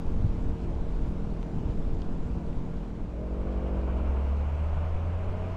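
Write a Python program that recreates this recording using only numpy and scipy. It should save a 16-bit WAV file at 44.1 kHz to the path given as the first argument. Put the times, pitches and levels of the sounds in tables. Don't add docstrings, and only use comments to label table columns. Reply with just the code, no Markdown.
import sys
import numpy as np
from scipy import signal
from scipy.fft import rfft, irfft, next_fast_len
from scipy.io import wavfile
from scipy.ndimage import uniform_filter1d, map_coordinates

SR = 44100
rng = np.random.default_rng(int(sys.argv[2]) if len(sys.argv) > 2 else 0)


def boost_factor(decibels):
    exponent = np.asarray(decibels, float) / 20
    return 10 ** exponent


def put_to_file(sound):
    columns = np.atleast_2d(sound).T
    safe = np.clip(columns, -1, 1)
    whole_steps = np.round(safe * 32767)
    wavfile.write(sys.argv[1], SR, whole_steps.astype(np.int16))


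N = 245275

# time_s, firing_hz, level_db, throttle [0 cruise, 1 blip, 2 closing, 3 crawl]
ENGINE_RIDE = [(0, 41.7, -36, 0), (2.85, 41.6, -37, 0), (3.04, 41.5, -40, 0), (3.11, 42.3, -41.5, .6),
               (3.19, 43.8, -38.5, 1), (3.38, 46.6, -36.5, 1), (3.5, 47.3, -36, 1), (3.7, 47.7, -35.5, 1),
               (3.81, 47, -35.5, 1), (3.9, 46, -36, 1.1), (4.1, 42.6, -36.5, 1.3), (4.3, 39.5, -38, 2),
               (4.42, 37.4, -39.5, 2), (4.52, 36, -45, 3), (4.88, 35.8, -44, 3), (4.98, 35.8, -38, 3),
               (5.25, 36, -36, 3)]
# multiple of firing rate, cruise_db, blip_db,
# closing_db, crawl_db
EXHAUST_ORDERS = [(1, 0, -1, -1, -5), (2, -12, -10, -12, -16), (3, -14, -9.5, -12, -20),
                  (4, -3, -3, -11, -16), (5, -7, -6, -4.5, -7), (6, -8.5, -12, -7.5, -14),
                  (7, -11, -7.5, -15, -22), (8, -14, -14, -18, -26), (9, -19, -9.5, -15, -23),
                  (10, -23, -10.5, -20, -22), (11, -13, -9.5, -11, -18), (12, -34, -16.5, -16, -16),
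                  (13, -32, -15, -18, -22), (13.5, -22, -40, -40, -40), (14, -30, -16, -16, -21),
                  (15, -25, -24, -17, -20), (16, -32, -30, -22, -24), (17, -36, -36, -30, -21),
                  (18, -36, -36, -36, -26)]
# pitch_hz, density_db [per Hz]
EXHAUST_ROAR = [(150, -38.5), (300, 0), (600, 0.5), (1000, -8.5), (2000, -24), (4000, -53)]
# time_s, strength_db
AIRFLOW = [
    (0, 1),
    (1.2, 1.5),
    (2.5, 2),
    (3.15, -10),
    (4.4, -5.5),
    (5.56, -2),
]
# time_s, thud_swell_db, flutter_swell_db
GUSTS = [(.07, 0, -1), (.24, 5, 3.5), (.49, -1, 4), (.62, 0, 4), (.75, 7, 2.5), (1.03, 1, 1.5),
         (1.3, 1.5, 3), (1.58, -5, 3.5), (1.71, 0, 5), (1.92, -2, 3.5), (2.07, 6, 1), (2.34, 3, 3.5),
         (2.579, 4, 3.5), (2.82, -2, 2), (3.03, 9, 4), (3.45, 7, 2.5), (3.8, 2, 0), (4.08, 7.5, 0),
         (4.3, 3, -1), (4.58, 5, 0), (4.73, 15, -2), (4.95, 11, 0), (5.14, 4, 0), (5.3, 9, -0.5)]
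# pitch_hz, density_db [per Hz]
THUD_SPECTRUM = [(2.4, -37), (4.0, -3), (21, -2.5), (46, -12), (60, -8), (78, -27.5), (130, -120)]
# pitch_hz, density_db [per Hz]
FLUTTER_SPECTRUM = [(24, -29), (40, 1.5), (108, -2), (179, -6), (407, -15.5), (457, -18.5), (507, -24),
                    (556, -24), (900, -28), (1170, -47.5), (1980, -120)]
# time_s, peak_db, width_ms
SUCKING_EDDIES = [(0.058, -23.0, 7), (0.124, -26.0, 5), (0.193, -29.0, 10), (0.225, -21.5, 10),
                  (0.242, -29.5, 25), (0.246, -19.0, 5), (0.272, -27.0, 10), (0.385, -31.0, 25),
                  (0.419, -23.5, 10), (0.467, -25.0, 5), (0.481, -26.0, 25), (0.49, -21.5, 7),
                  (0.541, -24.5, 5), (0.631, -27.0, 7), (0.705, -21.0, 10), (0.726, -26.0, 7),
                  (0.82, -25.0, 19), (0.852, -25.0, 7), (0.927, -25.5, 10), (0.991, -24.0, 5),
                  (1.024, -21.0, 14), (1.092, -22.0, 7), (1.121, -30.0, 25), (1.242, -27.5, 25),
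                  (1.28, -27.0, 10), (1.306, -26.0, 5), (1.33, -25.5, 10), (1.376, -24.5, 7),
                  (1.406, -28.0, 10), (1.574, -22.0, 2.5), (1.585, -27.0, 25), (1.711, -21.5, 7),
                  (1.791, -23.0, 19), (1.872, -25.0, 14), (1.933, -23.5, 3.5), (2.203, -25.0, 25),
                  (2.22, -29.0, 10), (2.266, -26.0, 7), (2.316, -25.5, 7), (2.337, -21.5, 7),
                  (2.57, -26.5, 25), (2.576, -25.0, 7), (2.772, -30.0, 25), (3.023, -33.0, 25),
                  (3.053, -31.0, 25)]
# time_s, peak_db, width_ms
MORE_SUCKING_EDDIES = [
    (.247, -21, 5),
    (.298, -24, 7),
]
# time_s, peak_db, width_ms
PRESSING_EDDIES = [(0.083, -25.5, 7), (0.09, -21.0, 25), (0.12, -27.0, 19), (0.163, -21.0, 7),
                   (0.182, -21.5, 25), (0.206, -21.5, 3.5), (0.244, -21.5, 2.5), (0.262, -19.5, 3.5),
                   (0.303, -24.0, 3.5), (0.31, -20.5, 10), (0.319, -31.5, 25), (0.386, -22.0, 5),
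                   (0.512, -27.0, 5), (0.601, -29.5, 10), (0.627, -32.0, 25), (0.765, -20.5, 7),
                   (0.89, -26.5, 25), (0.972, -24.5, 14), (1.051, -33.0, 25), (1.051, -27.0, 5),
                   (1.17, -24.5, 7), (1.2, -24.5, 7), (1.25, -25.0, 3.5), (1.453, -29.5, 10),
                   (1.56, -25.0, 5), (1.664, -23.0, 5), (1.67, -32.0, 25), (1.7, -23.5, 3.5),
                   (1.818, -33.0, 25), (1.826, -30.0, 10), (1.853, -30.0, 25), (1.878, -26.5, 5),
                   (1.913, -21.5, 14), (1.978, -28.0, 19), (2.018, -28.0, 7), (2.078, -27.0, 25),
                   (2.099, -32.0, 25), (2.112, -23.5, 10), (2.446, -26.0, 7), (2.496, -27.0, 25),
                   (2.629, -31.5, 19), (3.023, -23.0, 10)]
# time_s, level_db
OWN_SPRAY = [
    (0, -54.5),
    (.9, -55.3),
    (2.3, -55.5),
    (2.8, -56.5),
    (3.05, -59),
    (3.5, -57.5),
    (5.2, -57),
    (5.56, -56),
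]
# pitch_hz, density_db [per Hz]
OWN_TYRES = [(300, -38.5), (600, -9.5), (1000, -5.5), (1200, -12.5), (1450, -12.5), (1850, -19),
             (2700, -19.5), (3700, -23.5), (5000, -27.5), (7000, -31), (9500, -39), (11000, -47.5),
             (15500, -49.5), (16500, -59)]
# pitch_hz, density_db [per Hz]
VISOR_LEAK = [(5500, -40), (7500, -4), (9500, 2), (11000, -9), (14000, -14), (15500, -34)]
# start_s, peak_db, centre_hz, width_hz
RAIN_DROPS = [(1.4295, -35.5, 2300, 2500), (1.4296, -37, 1200, 1100), (1.4297, -58, 5500, 2000),
              (1.4297, -63, 8000, 1500), (1.949, -52.5, 6500, 3000), (2.0189, -43, 4700, 1800),
              (2.0195, -51, 3080, 800), (2.0196, -44, 1000, 900), (2.022, -50, 3200, 500),
              (2.0192, -57, 6000, 1500), (1.988, -60, 6500, 2500), (2.53, -44, 2170, 1200),
              (2.771, -54, 4560, 2020), (3.137, -36.5, 600, 300), (3.16, -44, 520, 250),
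              (4.73, -34, 653.4, 500), (4.968, -41, 750, 500)]
# time_s, firing_hz, level_db
LORRY_PULL = [
    (2.9, 56, -55),
    (3.1, 57, -36),
    (3.5, 59.2, -31.5),
    (3.8, 62.8, -29.7),
    (4.2, 67.8, -27),
    (4.67, 77, -28.5),
    (5.1, 84.6, -30.5),
    (5.3, 88.2, -32.5),
    (5.56, 93.8, -35),
]
# multiple of firing rate, level_db
DIESEL_ORDERS = [(2, -14), (3, -22), (7, -24)]
# pitch_hz, density_db [per Hz]
LORRY_TYRES = [(200, -14), (400, -2.5), (650, 1), (800, -4), (1000, -3.5), (1450, -10.5), (1850, -19.5),
               (2300, -15.5), (2900, -19.5), (3700, -33.5), (5000, -44), (7000, -46.5), (11000, -52.5),
               (16000, -59.5)]
# start_s,
# peak_db, centre_hz, width_hz
PANEL_HUMS = [(4.46, -40, 140, 9), (4.58, -42, 165, 9), (4.71, -40, 146, 7), (4.96, -46, 560, 12),
              (5.12, -50, 547, 11), (5.24, -46.5, 611, 5), (3.17, -49, 620, 8), (3.9, -48, 635, 7),
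              (4.72, -50, 530, 16), (4.85, -52, 650, 14), (4.79, -47, 585, 16), (4.9, -49, 505, 16),
              (5.06, -48, 600, 16), (5.16, -49, 640, 14), (5.3, -51, 432, 5), (4.42, -54, 1010, 8)]


def unit(x):
    return x / np.sqrt(np.mean(x ** 2) + 1e-20)


def curves(rows):
    s, *cols = np.transpose(rows)
    return [np.interp(np.arange(N) / SR, s, c) for c in cols]


def wobble(rate):
    coarse = np.arange(0, N + 32, 32)
    knots = rng.standard_normal(int(N * rate / SR) + 4)
    return np.interp(np.arange(N), coarse, map_coordinates(knots, [coarse * rate / SR]))


def step(at_s, width_s):
    return .5 + .5 * np.tanh((np.arange(N) / SR - at_s) / (2 * width_s))


def filtered(x, response):
    m = next_fast_len(N + SR // 2)
    return irfft(rfft(x, m) * response(np.fft.rfftfreq(m, 1 / SR)), m)[:N]


def resonance(centre_hz, width_hz):
    return lambda f: 1j * f * width_hz / (centre_hz ** 2 - f * f + 1j * f * width_hz)


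def rush(spectrum, patchy_db, gate=1):
    z = signal.stft(gate * rng.standard_normal(N), nperseg=512)[2]
    field = uniform_filter1d(rng.standard_normal(z.shape), size=6, axis=0)
    field = uniform_filter1d(field, size=12, axis=1)
    x = signal.istft(z * boost_factor(patchy_db * unit(field)), nperseg=512)[1][:N]
    f, db = np.transpose(spectrum)
    return unit(filtered(x, lambda hz: boost_factor(np.interp(np.log(hz + 1), np.log(f + 1), db))))


def turns(rate_hz):
    return 2 * np.pi * np.cumsum(rate_hz) / SR


def rings(rows, length_s):
    x = np.zeros(N + SR)
    t = np.arange(int(length_s * SR)) / SR
    for s, db, hz, width_hz in rows:
        u = np.pi * width_hz * t
        x[round(s * SR):][:len(t)] += boost_factor(db + 10.0) * np.sin(2 * np.pi * hz * t) * u * np.exp(-u)
    return x[:N]


def motorcycle():
    rate_hz, level_db, throttle = curves(ENGINE_RIDE)
    load = np.clip(1 - abs(throttle - 1), 0, 1)
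    angle = turns(rate_hz) + .015 * wobble(12)
    waver = np.interp(throttle, range(4), [.7, .2, .25, .4])
    spread, echo, echo_turn = .09, 1.2, 1.25
    x = np.zeros(N)
    for k, *dbs in EXHAUST_ORDERS:
        gain = boost_factor(np.interp(throttle, range(4), dbs) + 1.8 * waver * wobble(9))
        delay = echo * np.sin(echo_turn * k) - spread * k * k
        x -= gain * np.cos(k * angle + delay + .5 * waver * wobble(8))
    puff = rush(EXHAUST_ROAR, patchy_db=1.2, gate=np.exp(.3 * np.cos(angle)))
    return boost_factor(level_db) * (x + boost_factor(-14.5 - .3 * load) * puff)


def wind():
    air_db, = curves(AIRFLOW)
    s, *swells_db = np.transpose(GUSTS)
    t = np.arange(0, N / SR + .002, .002)
    gust_half_s = 0.063
    bells = np.exp(-((t - s[:, None]) / gust_half_s) ** 2)
    thud_db, flutter_db = curves(np.c_[t, (swells_db @ bells).T])
    lumps = wobble(15)
    thud = rush(THUD_SPECTRUM, patchy_db=-1.3)
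    power = uniform_filter1d(uniform_filter1d(thud ** 2, size=3000), size=3000)
    thud = unit(boost_factor(0.37 * lumps) * thud / (.1 + abs(power)) ** .35)
    flutter_gain = boost_factor(0.13 * lumps + 0.76 * wobble(30))
    flutter = unit(flutter_gain * rush(FLUTTER_SPECTRUM, patchy_db=-0.37))
    return boost_factor(-40 + 0.3 * air_db + thud_db) * thud + boost_factor(-38 + 0.5 * air_db + flutter_db) * flutter


def eddies():
    x = np.zeros(N + SR)
    t = np.arange(-SR // 8, SR // 8) / SR
    for sign, rows in ((-1, [*SUCKING_EDDIES, *MORE_SUCKING_EDDIES]), (1, PRESSING_EDDIES)):
        for s, db, width_ms in rows:
            u = t / (0.75 * width_ms / 1000)
            x[round(s * SR):][:len(u)] += sign * boost_factor(db) * (1 - u * u) * np.exp(-u * u / 2)
    return x[SR // 8:][:N]


def own_tyres():
    level_db, = curves(OWN_SPRAY)
    droplets = boost_factor(1.5 * rng.exponential(size=N))
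    level = boost_factor(level_db + .3 * wobble(5) + .5 * wobble(40))
    return level * rush(OWN_TYRES, patchy_db=1.2, gate=droplets)


def visor():
    narrow = resonance(7150, 330)
    whistle = unit(filtered(rng.standard_normal(N), lambda f: narrow(f) ** 2))
    sings = step(1.05, .03) - step(2.65, .15)
    leak_gate = step(1.065, .008) - step(1.13, .016)
    leak = leak_gate * rush(VISOR_LEAK, patchy_db=0.0)
    silent_db, singing_db = -92, -83.5
    whistle_db = silent_db + (singing_db - silent_db) * sings + 3.5 * wobble(25)
    return boost_factor(-76) * leak + boost_factor(whistle_db) * whistle


def drops():
    return rings(RAIN_DROPS, .01)


def lorry():
    rate_hz, level_db = curves(LORRY_PULL)
    angle = turns(rate_hz) + .04 * wobble(10)
    x = boost_factor(0.28 * wobble(9.2)) * np.cos(angle)
    body_hz, body_width_hz, body_db, upper_db = 650, 48, 23.5, -12
    for k, db in DIESEL_ORDERS:
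        boom_db = body_db / (1 + ((k * rate_hz - body_hz) / body_width_hz) ** 4)
        x += boost_factor(db + upper_db + boom_db + 2 * wobble(8)) * np.cos(k * angle + .4 * wobble(11))
    return np.sqrt(2) * boost_factor(level_db) * x


def lorry_tyres():
    far_db, beside_db = -57.5, -45
    level_db = far_db + (beside_db - far_db) * step(3.42, .15)
    return boost_factor(level_db + 0.38 * wobble(3.8) + 0.71 * wobble(40)) * rush(LORRY_TYRES, patchy_db=0.5)


def panels():
    return rings(PANEL_HUMS, .6)


def scene():
    engines = motorcycle() + lorry()
    air = wind() + eddies()
    wet_road = own_tyres() + lorry_tyres()
    return (engines + air + wet_road + visor() + drops() + panels())[None]


def band_limit(x):
    return signal.sosfilt(signal.butter(12, 15720, fs=SR, output="sos"), x)


def record(dry):
    line = boost_factor(-103) * np.sin(2 * np.pi * 15278 * np.arange(N) / SR)
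    close = np.clip(np.arange(N)[::-1] / 100, .1, 1)
    dry = dry / (1 + abs(dry / .3) ** 4) ** .25
    return band_limit((dry + line) * close)


dry = scene()
out = record(dry)
put_to_file(out)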